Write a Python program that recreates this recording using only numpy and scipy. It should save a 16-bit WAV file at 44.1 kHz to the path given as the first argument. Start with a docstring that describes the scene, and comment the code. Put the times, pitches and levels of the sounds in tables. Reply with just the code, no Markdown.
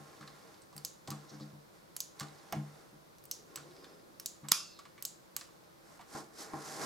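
"""In a small quiet room, a hot glue gun is squeezed inside a tin can on a paper-covered table. Hands rub and
crackle as they shift their grip, the table booms softly under them, and the nozzle knocks on the tin. The
plastic trigger ticks, then snaps home with a zing of its spring; the glue stick drags through its guide, and
once it jams and lets go with a loud crack and a brief trailing hiss. At the end the gun is laid down and a
sleeve swishes over the paper."""
import sys
import numpy as np
from scipy import signal
from scipy.fft import rfft, irfft, next_fast_len
from scipy.io import wavfile
from scipy.ndimage import uniform_filter1d

SR = 44100
rng = np.random.default_rng(int(sys.argv[2]) if len(sys.argv) > 2 else 0)


def inscribe(sig):
    """Save sig as 16-bit PCM at rate SR to the path in sys.argv[1].

    A 1-D sig is mono; a 2-D sig holds one channel per row.
    Samples are clipped to [-1, 1] before scaling.
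    """
    pcm = np.round(np.clip(np.atleast_2d(sig).T, -1, 1) * 32767)
    wavfile.write(sys.argv[1], SR, pcm.astype(np.int16))


N = 302284


def gain_of(db):
    """Decibels to amplitude."""
    return 10 ** (np.asarray(db) / 20)


def unit_rms(x):
    """Scales to an rms of 1."""
    return x / np.sqrt(np.mean(x ** 2) + 1e-20)


def unit_peak(x):
    """Scales the loudest two milliseconds to an rms of 1."""
    return x / np.sqrt(uniform_filter1d(x ** 2, 88, mode="constant").max())


def curve_at(points, hz):
    """Reads a curve on a log-frequency axis."""
    f, value = np.transpose(points)
    return np.interp(np.log(hz + 1), np.log(f + 1), value)


def add(mix, s, sound):
    """Mixes a sound in at s seconds."""
    part = mix[..., max(round(s * SR), 0):][..., :sound.shape[-1]]
    part += sound[..., :part.shape[-1]]


def eq(x, points):
    """Minimum-phase EQ through the given (Hz, dB) points."""
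    size = 2 * len(x)
    log_gain = np.log(gain_of(curve_at(points, abs(np.fft.fftfreq(size, 1 / SR)))))
    response = np.exp(np.conj(signal.hilbert(log_gain)))
    return np.fft.ifft(np.fft.fft(x, size) * response).real[:len(x)]


def stereo_noise(spectrum, correlation, resonances=()):
    """Noise of rms 1 with a given spectrum, left-right correlation and resonances."""
    hz = np.fft.rfftfreq(N, 1 / SR)
    a, b = rfft(rng.standard_normal((2, N)))
    same = np.clip(curve_at(correlation, hz), -1, 1)
    pair = np.array([a, same * a + np.sqrt(1 - same ** 2) * b])
    peaks_db = sum(lift / (1 + (2 * (hz - f) / width) ** 2) for f, width, lift in resonances)
    return unit_rms(irfft(pair * gain_of(curve_at(spectrum, hz) + peaks_db), N))


def noise_band(hz, width_hz, size):
    """Noise of rms 1 in one resonance."""
    edges = np.clip([hz - width_hz / 2, hz + width_hz / 2], 30, SR / 2 - 100)
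    bandpass = signal.butter(2, edges, "band", fs=SR, output="sos")
    return unit_rms(signal.sosfilt(bandpass, rng.standard_normal(size)))


def ring(modes, t, pitch=1):
    """Dying sines, neighbours in opposite polarity."""
    return sum((-1) ** k * gain_of(db - 60 * t / t60) * np.sin(2 * np.pi * hz * pitch * t)
               for k, (hz, db, t60) in enumerate(modes))


def strike(modes, t, detune, chatter_db, chatter_t60, spike):
    """A contact gives a spike and a brief chatter and rings the object, a little differently each time."""
    force = rng.standard_normal(len(t)) * gain_of(-60 * t / chatter_t60)
    force[0] = spike
    chatter = eq(force, [(250, -4.5), (900, 3), (16000, -2.5)])
    body = ring(modes, t, pitch=1 + detune * rng.uniform(-1, 1))
    return unit_peak(unit_peak(body) + gain_of(chatter_db) * unit_peak(chatter))


def room_send(direct, colour):
    """Summed over all directions a hit keeps its energy and broad colour, but its notches even out."""
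    pulse = eq(signal.unit_impulse(len(direct)), colour)
    return pulse * np.linalg.norm(direct) / np.linalg.norm(pulse)


# Colour of the still air. Each row: frequency in Hz, relative level in dB.
AIR_EQ = [(12, -45), (20, -16.5), (104, -8.5), (163, -0.5), (270, -8.5), (337, -0.5), (388, -7.5),
          (558, -3), (698, -9.5), (1060, -9), (2910, -22.5), (4180, -20), (7950, -26), (14300, -26),
          (16000, -34.5)]
# Its stereo image. Each row: frequency in Hz, left-right correlation.
AIR_IMAGE = [(60, 0.3), (180, 0.17), (550, -0.39), (1650, -0.42), (4970, 0.26), (15000, 0.097)]


def room_tone(level_db):
    """A wide, steady bed of low air."""
    return gain_of(level_db) * stereo_noise(AIR_EQ, AIR_IMAGE)


# The dull rub on the paper. Each row: frequency in Hz, relative level in dB.
RUB_EQ = [(30, -46), (80, -29), (130, -16), (400, -9), (900, -9), (1500, -8.5), (2200, -12), (2500, -19),
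          (3500, -35.5), (6000, -58.5)]
# The table top colours what rubs or lands on it. Each row: centre in Hz, width in Hz, boost in dB.
TABLETOP_PEAKS = [(145.4, 25, 12.5), (303, 190, 9), (456, 42, 9), (645, 53, 6.5), (793, 55, 10.5),
                  (1064, 70, 10), (1380, 70, 6.5), (1655, 30, 3.5)]
# Stereo image of close rubs and thuds. Each row: frequency in Hz, left-right correlation.
CLOSE_IMAGE = [(60, 0.19), (180, 0.45), (550, 1), (1650, 0.38), (4970, 0.84), (15000, 0.16)]


def friction(grain_db):
    """Skin and fabric textures: a dull rub, and a fast flutter of gain that makes a hiss grainy."""
    grain = gain_of(grain_db * unit_rms(uniform_filter1d(rng.standard_normal(N), size=180)))
    return stereo_noise(RUB_EQ, CLOSE_IMAGE, TABLETOP_PEAKS), grain


# The hands shift their grip, and a brief hiss trails the loud crack (the row at 4.53 s).
# Each row: start in seconds, length in seconds, relative level in dB.
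RUSTLE_SWELLS = [(-0.05, .58, -52.5), (0.727, 0.076, -56), (1.105, 0.36, -55), (1.72, 0.029, -55.5),
                 (2.14, .68, -53.5), (3.46, 0.48, -56.5), (4.53, .1, -64), (5.422, 0.23, -67)]


def rustle_envelope(rest_db=-67, attack_s=.04, release_s=.09, sag_db_per_s=-2.5):
    """Each grip shift, and the hiss after the crack, sets in, sags and dies back to the resting level."""
    t, power = np.arange(N) / SR, gain_of(rest_db) ** 2
    for start, length, db in RUSTLE_SWELLS:
        held = np.clip(t - start, 0, length)
        attack = np.minimum(held / attack_s, 1)
        release = np.exp(-np.maximum(t - start - length, 0) / release_s)
        power += (gain_of(db + sag_db_per_s * held) * attack * release) ** 2
    return np.sqrt(power)


# The sleeve's bright rustle. Each row: frequency in Hz, relative level in dB.
SLEEVE_EQ = [(1530, -34), (2600, -10), (3290, -9.5), (3720, -5), (3990, -13.5), (4390, -4.5), (4780, -8),
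             (5060, -5.5), (7150, -9.5), (12000, -16), (15600, -44.5), (22000, -120)]


def rustle(rub, grain, rub_db, sleeve_db):
    """Skin rubs and the sleeve rustles; the same textures make the hiss after the crack."""
    sleeve = grain * stereo_noise(SLEEVE_EQ, CLOSE_IMAGE)
    return rustle_envelope() * (gain_of(rub_db) * rub + gain_of(sleeve_db) * sleeve)


# Pushes and landings on the table. Each row: start in seconds, relative boom level in dB,
# boom attack in seconds, boom tilt in dB per octave, thud level in dB.
TABLE_BUMPS = [(0.001, -54, .007, 4, -61), (0.205, -52, 0.013, 6, -64), (0.752, -50, 0.012, -0.5, -71),
               (1.083, -43, 0.008, -7, -47.5), (1.112, -42, .007, 4.5, -56), (1.315, -38.5, 0.1, 11.5, -55),
               (1.405, -43, 0.02, 9, -65), (1.53, -48.5, .009, 1, -64), (2.21, -45, 0.0041, 3, -49),
               (2.53, -42, 0.016, 10.5, -47.5), (2.562, -32.5, 0.013, 3.5, -63),
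               (2.925, -59, .008, 10, -67), (3.57, -52, .024, -11, -57), (4.428, -46.5, 0.014, 4, -67),
               (6.15, -53, 0.016, 10, -41.5), (6.535, -46.5, .01, -5, -39.5), (6.79, -66, .01, -2, -63)]
# The table's low modes. Each row: frequency in Hz, relative level in dB, T60 in seconds.
TABLE_MODES = [(90.7, -11.5, 0.088), (147.4, -2, 0.36), (210.2, -8.5, 0.28), (300.4, -11.5, 0.2),
               (381, -11.5, 0.042), (515, -26.5, .15)]
# The muffled thud. Each row: frequency in Hz, relative level in dB.
THUD_EQ = [(30, -40), (80, -16), (130, -15), (320, 1), (500, -8), (780, 0), (1300, -4.5), (1800, -9.5),
           (2700, -35), (6000, -51)]


def table_bumps(thud_t60, boom_left_db):
    """Each push swells the table's low modes and gives a dull thud through the paper cover."""
    t, boom, thud_envelope = np.arange(SR // 2) / SR, np.zeros(N), np.zeros(N)
    pivot_hz = TABLE_MODES[1][0]
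    for s, db, attack_s, tilt, thud_db in TABLE_BUMPS:
        modes = [(hz, level + tilt * np.log2(hz / pivot_hz), t60) for hz, level, t60 in TABLE_MODES]
        add(boom, s, 2 * gain_of(db) * (1 - np.exp(-t / attack_s)) * ring(modes, t))
        add(thud_envelope, s, gain_of(thud_db - 60 * t / thud_t60))
    pan = gain_of([[boom_left_db / 2], [-boom_left_db / 2]])
    return pan * boom + thud_envelope * stereo_noise(THUD_EQ, CLOSE_IMAGE, TABLETOP_PEAKS)


# The tin can, damped by the hand. Each row: frequency in Hz, relative level in dB, T60 in seconds.
CAN_MODES = [(684, -0.5, 0.11), (752, -10, 0.11), (834, -8, 0.073), (1030, 0, .05), (1184, 0, 0.068),
             (1411, -5.5, 0.066), (1783, -6, 0.061), (1880, -19, .05), (2280, 1, 0.018), (3490, -6, 0.092),
             (4146, 4, 0.038), (4570, 8, 0.0085), (6070, -1, 0.017), (7200, -20.5, 0.011),
             (10000, 13, 0.0047), (12830, -7, .005)]
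# Colour of a fingertip's tiny slip. Each row: frequency in Hz, gain in dB.
CRACKLE_EQ = [(300, -17), (1400, -6), (2500, -3.5), (4500, 0), (6500, -5), (12000, -19.5)]


def finger_crackle(level_db, spots, slips_per_s, spread_db):
    """Skin sticks and slips at random, faintly ticking the tin at a few spots; swells with the rustle."""
    t, out = np.arange(SR // 10) / SR, np.zeros(N)
    for _ in range(spots):
        strength = gain_of(spread_db * np.minimum(rng.exponential(1, N), 2))
        slips = strength * (rng.random(N) < slips_per_s / SR / spots)
        tick = strike(CAN_MODES, t, detune=.06, chatter_db=5.5, chatter_t60=.015, spike=2.7)
        out += signal.oaconvolve(slips, eq(tick, CRACKLE_EQ))[:N]
    return gain_of(level_db) * out * rustle_envelope()


# The nozzle meets the can. Each row: start in seconds, relative level in dB, lows in dB,
# treble in dB, frequency that the spot favours in Hz.
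NOZZLE_KNOCKS = [(0.2099, -43.5, -11, -10, 1250), (0.2275, -42.5, -18, -16, 1680),
                 (0.2757, -42, -42, -9, 4400), (0.619, -49, -17, 15, 9000), (0.728, -48, -3, -7, 1000),
                 (1.075, -36.5, -2, -0.5, 694), (1.1141, -37, -22, -4, 1150), (1.298, -57, -8, 1, 5470),
                 (1.3992, -45.5, 1, -4, 1100), (2.1925, -43, -18, -3, 4200),
                 (2.2069, -31.5, -20, -4.5, 1210), (2.2293, -37.5, -1, -6, 1230),
                 (2.5247, -26, 2, -22, 760), (2.5464, -37, 8, -6, 818), (3.5728, -39, -16, -7, 1380),
                 (3.843, -43.5, -22, -9, 3800), (4.4494, -58.5, -12.5, -14, 1080),
                 (4.7902, -40.5, -10, -3.5, 1200), (4.854, -44.5, -12.5, -11.5, 1110),
                 (4.9793, -46, -34, -14, 2120), (5.4111, -36.5, -12, -9, 5070),
                 (5.4893, -52, -4, -15, 1090), (5.9932, -42.5, 1, -18, 900),
                 (6.0106, -44.5, -15, -12, 1050)]


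def nozzle_knocks(level_db, spot_db, top_db):
    """The nozzle knocks and scuffs on the tin wall; each spot favours its own part of the spectrum."""
    t, out = np.arange(SR // 5) / SR, np.zeros(N)
    for s, db, low_db, high_db, spot_hz in NOZZLE_KNOCKS:
        knock = strike(CAN_MODES, t, detune=0.021, chatter_db=4, chatter_t60=0.067, spike=4)
        knock = eq(knock, [(spot_hz / np.sqrt(2), 0), (spot_hz, spot_db), (spot_hz * np.sqrt(2), 0)])
        colour = [(800, low_db), (1100, -5.0), (2800, -6.5), (4800, high_db), (8000, high_db),
                  (10500, high_db + top_db)]
        add(out, s, gain_of(db + level_db) * unit_peak(eq(knock, colour)))
    return out


# The trigger ticks as it takes up slack. Each row: start in seconds, relative level in dB,
# treble in dB, ring frequency in Hz.
TRIGGER_TICKS = [(0.765, -41.5, 1, 8340), (0.779, -38, -1.5, 4740), (1.1043, -33.5, -8, 8000),
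                 (1.9653, -30, 2, 6950), (2.1978, -34, -9, 4500), (2.5247, -33, -3.5, 5800),
                 (3.1837, -54, -4, 6000), (3.2395, -50.5, 2, 4840), (3.254, -45, 5, 7700),
                 (3.5585, -32.5, -7, 7900), (4.1985, -35.5, -1.5, 5600), (4.4856, -31.5, -11.5, 7660),
                 (5.0246, -31.5, 1.5, 7550), (5.3649, -25.5, -2.5, 7520)]
# Let go, it snaps home on its spring. Each row: start in seconds, relative level in dB, ring in Hz.
TRIGGER_SNAPS = [(0.849, -27, 6560), (2.0042, -26, 6450), (3.3129, -26, 5950), (4.2596, -26, 7000),
                 (5.0518, -26, 7330)]
# The plastic shell and lever. Each row: frequency in Hz, relative level in dB, T60 in seconds.
SHELL_MODES = [(1083, -1.5, 0.081), (1357, 8.5, 0.0073), (2660, 2, 0.0089), (3527, -23, 0.017),
               (4010, -6.5, 0.019), (4640, -4, 0.0099), (5240, 14.5, 0.003), (6200, 0, 0.031),
               (6850, -6.5, 0.0031), (7970, 1.5, 0.051), (9420, 12, 0.011), (9830, 2.5, 0.0086),
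               (11690, 13.5, 0.012), (12900, -6, .008), (13770, 10.5, 0.013), (14700, 2, .009)]


def trigger_clicks(level_db, focus_db, tick_lows_db=-12.5, snap_lows_db=-25.5, snap_treble_db=-5.5):
    """Hollow ticks and thin snaps ring the plastic shell. Returns the direct sound and its room send."""
    t, out = np.arange(SR // 10) / SR, np.zeros((2, N))
    ticks = [(s, db, tick_lows_db, high_db, hz) for s, db, high_db, hz in TRIGGER_TICKS]
    snaps = [(s, db, snap_lows_db, snap_treble_db, hz) for s, db, hz in TRIGGER_SNAPS]
    for s, db, low_db, high_db, focus_hz in ticks + snaps:
        click = strike(SHELL_MODES, t, detune=0.069, chatter_db=-5, chatter_t60=0.025, spike=2.6)
        click = eq(click, [(focus_hz / 1.08, 0), (focus_hz, focus_db), (focus_hz * 1.08, 0)])
        colour = [(300, low_db + 0.5), (1100, low_db + 3.0), (2100, low_db + 3.5), (4200, 0), (7400, 0),
                  (8600, high_db - 4), (10500, high_db)]
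        click = gain_of(db + level_db) * unit_peak(eq(click, colour))
        add(out, s, np.array([click, room_send(click, colour)]))
    return out


def spring_zing(t60, width_hz, tick_db, snap_db):
    """The coil's crowded modes give a narrow zing on every tick and snap."""
    t, out = np.arange(SR // 3) / SR, np.zeros(N)
    for clicks, trim_db in (TRIGGER_TICKS, tick_db), (TRIGGER_SNAPS, snap_db):
        for s, db, *_, hz in clicks:
            add(out, s, noise_band(hz, width_hz, len(t)) * gain_of(db + trim_db - 60 * t / t60))
    return out


# The glue stick rubs in its guide, and the tin can rings faintly once (the row at 1.26 s).
# Each row: peak time in seconds, spread in seconds, centre in Hz, width in Hz, level in dB.
DRAGS_AND_RING = [(1.30, 0.0091, 4900, 2200, -56.5), (1.345, 0.02, 5200, 2000, -63),
                  (1.42, 0.012, 4430, 1410, -57.5), (1.26, 0.015, 1070, 100, -66),
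                  (1.34, 0.0091, 1450, 600, -61.5), (3.76, 0.31, 370, 213, -60.5),
                  (3.83, 0.082, 5000, 653, -68), (4.453, 0.0097, 1180, 890, -56),
                  (4.75, 0.052, 4000, 930, -65.5)]


def stick_drags_and_can_ring(grain_db):
    """The stick drags in small slips as it is pushed forward, and the can rings faintly once."""
    t = np.arange(N) / SR
    grain = gain_of(grain_db * unit_rms(uniform_filter1d(rng.standard_normal(N), size=200)))
    return grain * sum(noise_band(hz, width, N) * gain_of(db) * np.exp(-((t - s) / spread) ** 2 / 2)
                       for s, spread, hz, width, db in DRAGS_AND_RING)


# Colour of the jammed stick letting go. Each row: frequency in Hz, gain in dB.
CRACK_EQ = [(88, -39), (150, -15.5), (800, -19), (1140, -9.5), (2140, -19), (2450, -6), (2760, -18),
            (3420, -4.5), (4320, -10), (5000, 2.5), (5680, -3.5), (6260, -1), (8560, -11.5), (13400, -8),
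            (16000, -28)]
# Its ring-out. Each row: centre in Hz, width in Hz, level in dB, T60 in seconds.
CRACK_TAILS = [(1245, 316, -45.5, 0.43), (2700, 170, -52.5, 0.67), (3330, 150, -42, 0.098),
               (4990, 760, -42.5, 0.59), (5750, 280, -49, .3), (7980, 300, -52.5, 0.246),
               (9900, 570, -58, 0.28)]


def stick_crack(s, db, rise_s, fall_s, rattle_db, rattle_t60):
    """The jammed glue stick slips ever faster, lets go with a jolt and rattles. Returns direct sound and send."""
    t, direct, send = np.arange(SR // 2) / SR, np.zeros(N), np.zeros(N)
    since_stop = t - .004
    slam = np.exp(np.minimum(since_stop / rise_s, -since_stop / fall_s))
    rattle = (since_stop > 0) * gain_of(rattle_db - 60 * abs(since_stop) / rattle_t60)
    force = (slam + rattle) * np.sign(rng.standard_normal(len(t)))
    hit = gain_of(db) * unit_peak(eq(force, CRACK_EQ))
    add(direct, s + since_stop[0], hit)
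    add(send, s, room_send(hit, CRACK_EQ))
    for hz, width_hz, ring_db, t60 in CRACK_TAILS:
        add(direct, s, noise_band(hz, width_hz, len(t)) * gain_of(ring_db - 60 * t / t60))
    return np.array([direct, send])


# The sleeve brushes the paper as the arm moves away. Each row: peak time in seconds, half length in seconds,
# relative rub level in dB, relative hiss level in dB.
ARM_SWISHES = [(5.93, 0.057, -62.5, -67), (6.17, 0.033, -47.5, -52), (6.418, 0.027, -48.5, -48.5),
               (6.518, 0.08, -51.5, -65), (6.72, 0.084, -46, -50.5), (6.832, .03, -38.5, -46)]
# Sleeve hissing over paper. Each row: frequency in Hz, relative level in dB.
HISS_EQ = [(1530, -33), (2600, -10.5), (3170, -8), (5110, 1), (6430, -1.5), (7310, -2), (8710, -5),
           (10500, -8), (13800, -14.5), (14700, -19), (16000, -32.5)]


def arm_swishes(rub, grain, rub_db, hiss_db):
    """Rub and grainy hiss follow the arm's speed, which swells and falls as a bell."""
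    t, rub_power, hiss_power = np.arange(N) / SR, np.zeros(N), np.zeros(N)
    for s, half_length, low_db, high_db in ARM_SWISHES:
        speed = 1 / np.cosh(np.clip((t - s) / half_length, -20, 20))
        rub_power += (gain_of(rub_db + low_db) * speed) ** 2
        hiss_power += (gain_of(hiss_db + high_db) * speed) ** 2
    return np.sqrt(rub_power) * rub + np.sqrt(hiss_power) * grain * stereo_noise(HISS_EQ, CLOSE_IMAGE)


# The small room's decay. Each row: frequency in Hz, T60 in seconds.
REVERB_DECAY = [(300, .28), (1300, 0.2), (4500, 0.38), (7000, 0.41), (13000, .22)]
# Colour of its reflections. Each row: frequency in Hz, relative level in dB.
REVERB_EQ = [(200, -19), (1200, -0.5), (3000, -4.5), (5200, -8.5), (7500, -7.5), (9500, -5.5), (14000, -15)]


def reverb(send, correlation, build_s):
    """A dense tail of reflections, partly shared by both channels, each band dying at its own speed."""
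    a, b = rng.standard_normal((2, SR // 2)) * (rng.random((2, SR // 2)) < .2)
    taps = np.array([a, correlation * a + np.sqrt(1 - correlation ** 2) * b])
    hz, t, bands = signal.stft(taps / np.linalg.norm(a), SR, nperseg=256)
    t60 = curve_at(REVERB_DECAY, hz)[:, None]
    bands *= gain_of(curve_at(REVERB_EQ, hz)[:, None] - 60 * t / t60) * np.sqrt(np.log(1000) / t60)
    tail = signal.istft(bands, SR, nperseg=256)[1]
    tail *= np.minimum(np.arange(tail.shape[1]) / SR / build_s, 1)
    return signal.fftconvolve(send[None], tail, axes=1)[:, :N]


# Phase between the microphone ports. Each row: frequency in Hz, left's lead in radians.
MIC_PHASE = [(200, 0.59), (6000, 0.28), (9500, -1.2), (10500, 0.69), (13000, 0.81), (16000, 0.21)]
# Their balance. Each row: frequency in Hz, left minus right in dB.
MIC_BALANCE = [(200, 3), (700, -2.2), (8000, -1), (9500, -3.5), (12000, -5.5), (14500, 1)]


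def mic_ports(x):
    """Sound reaches the two microphone ports with small differences of phase and level."""
    size = next_fast_len(N + SR // 10)
    hz = np.fft.rfftfreq(size, 1 / SR)
    left = np.exp(.5j * curve_at(MIC_PHASE, hz)) * gain_of(curve_at(MIC_BALANCE, hz) / 2)
    return irfft(rfft(x, size) * np.array([left, 1 / left]), size)[:, :N]


def scene():
    """Gun, can and table in the room, over rustling cloth and still air."""
    clicks = trigger_clicks(level_db=-3.5, focus_db=9.5)
    crack = stick_crack(s=4.5198, db=-13.0, rise_s=0.0014, fall_s=0.0009, rattle_db=-29, rattle_t60=0.034)
    gun, gun_send = clicks + crack
    contacts = (nozzle_knocks(level_db=-7.5, spot_db=9, top_db=-13.5)
                + stick_drags_and_can_ring(grain_db=-0.5)
                + spring_zing(t60=0.18, width_hz=1300, tick_db=-23.5, snap_db=-18.5)
                + finger_crackle(level_db=-11.5, spots=6, slips_per_s=37, spread_db=7))
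    room = reverb(gun_send + contacts, correlation=0.54, build_s=0.0059)
    rub, grain = friction(grain_db=1.5)
    rustling = rustle(rub, grain, rub_db=-7.0, sleeve_db=-13.5)
    arm = arm_swishes(rub, grain, rub_db=-2, hiss_db=1.0)
    table = table_bumps(thud_t60=0.35, boom_left_db=1.5)
    return mic_ports(gun + contacts + room + rustling + arm) + table + room_tone(level_db=-59.5)


def record(dry):
    """A steep high cut at 16.4 kHz on the whole mix."""
    high_cut = signal.firwin(255, 16400, window=("kaiser", 9), fs=SR)
    return signal.oaconvolve(dry, high_cut[None], "same")


dry = scene()
out = record(dry)
inscribe(out)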